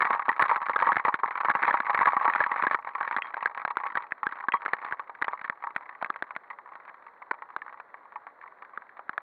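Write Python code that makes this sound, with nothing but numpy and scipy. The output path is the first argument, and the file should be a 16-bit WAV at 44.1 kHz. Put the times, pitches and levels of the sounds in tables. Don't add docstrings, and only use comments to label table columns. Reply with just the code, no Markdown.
import sys
import numpy as np
from scipy import signal
from scipy.fft import rfft, irfft
from scipy.io import wavfile
from scipy.ndimage import uniform_filter1d, minimum_filter1d

SR = 44100
rng = np.random.default_rng(int(sys.argv[2]) if len(sys.argv) > 2 else 0)


def unload_audio(sound):
    columns = np.transpose(np.atleast_2d(sound))
    steps = np.round(np.clip(columns, -1, 1) * 32767)
    wavfile.write(sys.argv[1], SR, steps.astype(np.int16))


N = 406590
TAP_SIZE = 3072


def amp(db):
    return 10 ** (np.asarray(db) / 20)


def read_spectrum(points, hz):
    f, db = np.transpose(points)
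    return np.interp(np.log(hz + 1), np.log(f + 1), db)


def unit(tap):
    return tap / np.sqrt(np.sum(tap ** 2) / (SR / 100) + 1e-20)


def add(mix, time_s, sound):
    part = mix[max(round(time_s * SR), 0):][:len(sound)]
    part += sound[:len(part)]


def causal_response(points, patchy_db=0, fizz_db=0):
    hz, db = np.transpose(points)
    db = db + patchy_db * rng.standard_normal(len(hz))
    db = db + fizz_db * (hz > 5000)
    bins = abs(np.fft.fftfreq(TAP_SIZE, 1 / SR))
    log_gain = np.log(amp(read_spectrum(np.c_[hz, db], bins)))
    return np.exp(np.conj(signal.hilbert(log_gain)))[:TAP_SIZE // 2 + 1]


def splash(decay_s, spray_db):
    t = np.arange(TAP_SIZE) / SR
    spray = rng.standard_normal(TAP_SIZE) * np.sqrt(t) * np.exp(-t / decay_s)
    spray /= np.linalg.norm(spray)
    return rfft(t == 0) + amp(spray_db) * rfft(spray)


# (frequency [Hz], relative density [dB per Hz])
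WASH_SPECTRUM = [(25, -31), (150, -19), (550, -2.5), (1100, 2), (2000, -6.5), (2400, -22.5), (2900, -35),
                 (4100, -31), (5000, -49), (15000, -49)]


def wash(level_db=-57):
    gain = amp(read_spectrum(WASH_SPECTRUM, np.fft.rfftfreq(N, 1 / SR)))
    hiss = irfft(rfft(rng.standard_normal(N)) * gain, N)
    return amp(level_db) * hiss / hiss.std()


# (time [s], level [dB])
SHOWER_STRENGTH = [(0, -18.5), (0.22, -28), (0.45, -24), (1.3, -28), (1.55, -20.5), (2.75, -25.5),
                   (2.82, -31.5), (3.1, -27), (4.3, -35.5), (4.55, -30.5), (5.6, -38.5), (6.4, -37),
                   (6.9, -42), (9.2, -42.5)]


def shower_patter(full_db=-21, halving_db=15, range_db=24, flurry_db=2.5, slot_s=.007):
    out = np.zeros(N)
    on_helmet = [unit(helmet_tap(-32.5, -6 + 6 * z)) for z in rng.standard_normal(100)]
    on_case = [unit(case_tap(-30.5, 1530 * np.exp(.24 * z))) for z in rng.standard_normal(20)]
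    chance, delay, smallness, place, aim = rng.random((int(N / SR / slot_s), 5)).T
    times = (np.arange(len(chance)) + delay) * slot_s
    flurry = uniform_filter1d(rng.standard_normal(len(times)), size=4)
    top_db = np.interp(times, *np.transpose(SHOWER_STRENGTH))
    top_db += flurry_db * np.tanh(flurry / flurry.std())
    lands = chance < 2 ** ((top_db - full_db) / halving_db)
    for i in np.flatnonzero(lands):
        db = top_db[i] - range_db * smallness[i]
        taps = on_case if db > -34 and aim[i] < .2 else on_helmet
        add(out, times[i], amp(db) * taps[int(place[i] * len(taps))])
    return out


# (frequency [Hz], relative level [dB])
THUMP_SPECTRUM = [(20, -39), (130, -8.5), (240, -2.5), (600, 6.5), (1000, -12), (2500, -53), (5000, -81.5)]


def low_thump(force, patchy_db):
    return unit(irfft(force * causal_response(THUMP_SPECTRUM, patchy_db)))


# (frequency [Hz], relative level [dB])
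TICK_SPECTRUM = [(60, -43.5), (400, -16), (800, -6), (1250, 4.5), (1600, 2), (2100, -7.5), (2850, -31),
                 (3400, -25), (4000, -29.5), (4650, -43), (5100, -66), (7000, -61.5), (9500, -49),
                 (15000, -71)]


def case_tick(force, shift, ring_hz=1690, ring_t60=.017, ring_db=-7):
    t = np.arange(TAP_SIZE) / SR
    hz, db = np.transpose(TICK_SPECTRUM)
    moved_hz = hz * shift ** (hz < 2500)
    response = causal_response(np.c_[moved_hz, db], patchy_db=3.5)
    mode = amp(-60 * t / ring_t60) * np.cos(2 * np.pi * ring_hz * np.sqrt(shift) * t)
    tick = unit(irfft(force * response))
    ring = unit(irfft(rfft(mode) * response))
    return unit(tick + amp(ring_db) * ring)


def case_tap(db, centre_hz, usual_hz=1530, gain_db=3):
    shift = centre_hz / usual_hz
    force = splash(decay_s=.0012, spray_db=-1)
    thump_db = -16.5 - 7 * np.log2(shift)
    hit = case_tick(force, shift) + amp(thump_db) * low_thump(force, patchy_db=2.5)
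    return amp(db + gain_db) * hit + helmet_tap(db - 16, bright_db=-6)


# (time [s], level over 10 ms before the 3 dB gain of case_tap [dB],
# nominal centre of the tick [Hz])
SINGLE_CASE_DROPS = [(0.761, -10.5, 1430), (0.92, -20.5, 1490), (0.967, -15, 1580), (1.142, -25, 1494),
                     (1.501, -18, 1510), (1.635, -22.5, 1700), (1.709, -20, 1630), (1.803, -24.5, 1490),
                     (2.057, -15, 1530), (2.36, -24.5, 1670), (2.404, -7, 1580), (2.668, -13, 1490),
                     (3.165, -25.5, 1550), (3.458, -20, 1530), (3.651, -25.5, 1400), (3.77, -25, 1350),
                     (3.954, -29.5, 1540), (4.121, -29.5, 1890), (4.268, -25, 1540), (4.485, -24, 1450),
                     (4.661, -27.5, 1520), (4.734, -20, 1670), (4.924, -30, 1490), (5.216, -36, 1500),
                     (5.223, -23.5, 1560), (5.498, -27, 1715), (5.763, -28, 1830), (6.026, -30, 1190),
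                     (6.046, -33.5, 1890), (6.102, -28.5, 1420), (6.224, -30, 1390), (6.364, -34.5, 1480),
                     (7.311, -31, 1650), (7.313, -26.5, 1230), (7.564, -31, 1350), (8.775, -35.5, 1510),
                     (9.094, -31.5, 1480), (9.179, -29.5, 1540)]


def single_case_drops():
    out = np.zeros(N)
    for time_s, db, centre_hz in SINGLE_CASE_DROPS:
        add(out, time_s, case_tap(db, centre_hz))
    return out


def case_wall(ring, low_hz=480, high_hz=2400):
    return signal.lfilter(*signal.butter(3, [low_hz, high_hz], "bandpass", fs=SR), ring)


# (frequency [Hz], relative level [dB], t60 [s])
SHELL_MODES = [(836.3, -8.5, 0.08), (938.5, -3.5, 0.079), (1010, -3, 0.069), (1106.3, 2.5, 0.059),
               (1183.4, 0.5, 0.037), (1233, -3.5, 0.027), (1302.5, -4.5, 0.064), (1740, -33.5, 0.014),
               (1900, -26, 0.082), (1850, -11.5, 0.083), (2240, 0.5, 0.016)]


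def shell_ring(bright_db, scatter=.012, upper_share=.65):
    t = np.arange(TAP_SIZE) / SR
    hz, mode_db, t60 = np.transpose(SHELL_MODES)[:, :, None]
    place, detune = rng.standard_normal((2, len(SHELL_MODES), 1))
    tilt_db = upper_share * bright_db * np.log2(hz / hz[0])
    strength = np.tanh(2 * place) * amp(mode_db + tilt_db)
    modes = strength * amp(-60 * t / t60) * np.sin(2 * np.pi * hz * (1 + scatter * detune) * t)
    return unit(case_wall(np.sum(modes, axis=0)))


# (frequency [Hz], relative level [dB])
SMACK_SPECTRUM = [(30, -40), (250, -14.5), (650, -14.5), (1100, -4.5), (1900, 1), (2250, -7), (2800, -20.5),
                  (4100, -26), (4700, -38), (5100, -56), (7000, -59.5), (8300, -48.5), (11500, -50),
                  (15000, -66)]


def helmet_smack(db, spot_hz=1750, spot_spread=.18, half_width_hz=130, spot_db=7):
    bins = np.fft.rfftfreq(TAP_SIZE, 1 / SR)
    colour = causal_response(SMACK_SPECTRUM, patchy_db=1.5, fizz_db=.5 * (db + 25))
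    centre_hz = spot_hz * (1 + spot_spread * rng.standard_normal())
    spot = 1 + amp(spot_db) / (1 + 1j * (bins - centre_hz) / half_width_hz)
    return unit(irfft(splash(decay_s=.0023, spray_db=12) * colour * spot))


def helmet_tap(db, bright_db):
    return amp(db) * unit(shell_ring(bright_db) + amp(bright_db) * helmet_smack(db))


def overload_thump(db, firm_db=-21, below_db=-17):
    excess_db = db - firm_db
    level_db = firm_db + below_db + 3.4 * min(excess_db, 0) + .5 * max(excess_db, 0)
    return amp(level_db) * low_thump(splash(decay_s=.003, spray_db=3), patchy_db=3)


# (time [s], level of the tap over 10 ms [dB], smack against ring of the shell [dB])
SINGLE_HELMET_DROPS = [(0.019, -20, 2.5), (0.105, -19, -8.5), (0.283, -22, -15), (0.291, -16, 1),
                       (0.395, -12, -4), (0.422, -15.5, 2.5), (0.513, -13.7, -16), (0.696, -21, -7.5),
                       (0.823, -16.5, -6.5), (0.87, -14.5, -10.2), (0.889, -13.5, -15.5), (1.05, -18.5, -8),
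                       (1.082, -18, -14), (1.234, -16.5, -16.5), (1.483, -19.5, -10), (1.551, -18.5, -9.5),
                       (1.679, -15.2, -11), (1.741, -15, -10.5), (1.946, -20, 2), (2.011, -16, -10),
                       (2.071, -6, -12), (2.166, -17, -11.5), (2.253, -16, -15), (2.278, -15.5, -10),
                       (2.298, -22.5, -0.5), (2.637, -21, -9), (2.711, -22, -2), (2.745, -18, 0.5),
                       (2.951, -26, -8), (3.009, -23.5, -5.5), (3.076, -28.5, 2.5), (3.111, -26.5, -5),
                       (3.185, -28.5, -14.5), (3.426, -28.0, -11), (3.704, -27.5, -11), (3.867, -31.5, 1),
                       (3.972, -23, 0.8), (4.231, -25, -10.5), (4.322, -32.5, 4), (4.538, -17.5, -11),
                       (4.847, -31.5, -1), (4.995, -31, -5.5), (5.244, -31.5, 6), (5.281, -25, -1),
                       (5.333, -28.0, -14.5), (5.413, -38, 5), (5.443, -34, 3.1), (5.639, -29.5, -10),
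                       (5.669, -29, -11), (5.892, -38, -1), (6.16, -35.5, -2), (6.307, -35.5, -4),
                       (6.754, -40, -5), (6.894, -43.5, -0.8), (7.219, -41.5, -18), (7.421, -35.5, -6.5),
                       (7.618, -36, 4.0), (7.68, -41, -1), (7.8, -39, 0.5), (7.942, -39.5, -4),
                       (8.158, -33, -15.8), (8.268, -39, -8), (8.622, -41, -3.7), (8.993, -38.5, -13)]


def single_helmet_drops():
    out = np.zeros(N)
    for time_s, db, bright_db in SINGLE_HELMET_DROPS:
        add(out, time_s, helmet_tap(db, bright_db) + overload_thump(db))
    return out


def scene():
    return (wash() + shower_patter() + single_case_drops() + single_helmet_drops())[None]


def record(dry, knee_db=-10.5, edge_hz=15700):
    gain = (1 + (dry / amp(knee_db)) ** 4) ** -.25
    gain = minimum_filter1d(gain, size=70)
    gain = uniform_filter1d(uniform_filter1d(gain, size=36), size=36)
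    low_pass = signal.firwin(511, edge_hz, window=("kaiser", 9), fs=SR)
    return signal.oaconvolve(dry * gain, low_pass[None], "same")


dry = scene()
out = record(dry)
unload_audio(out)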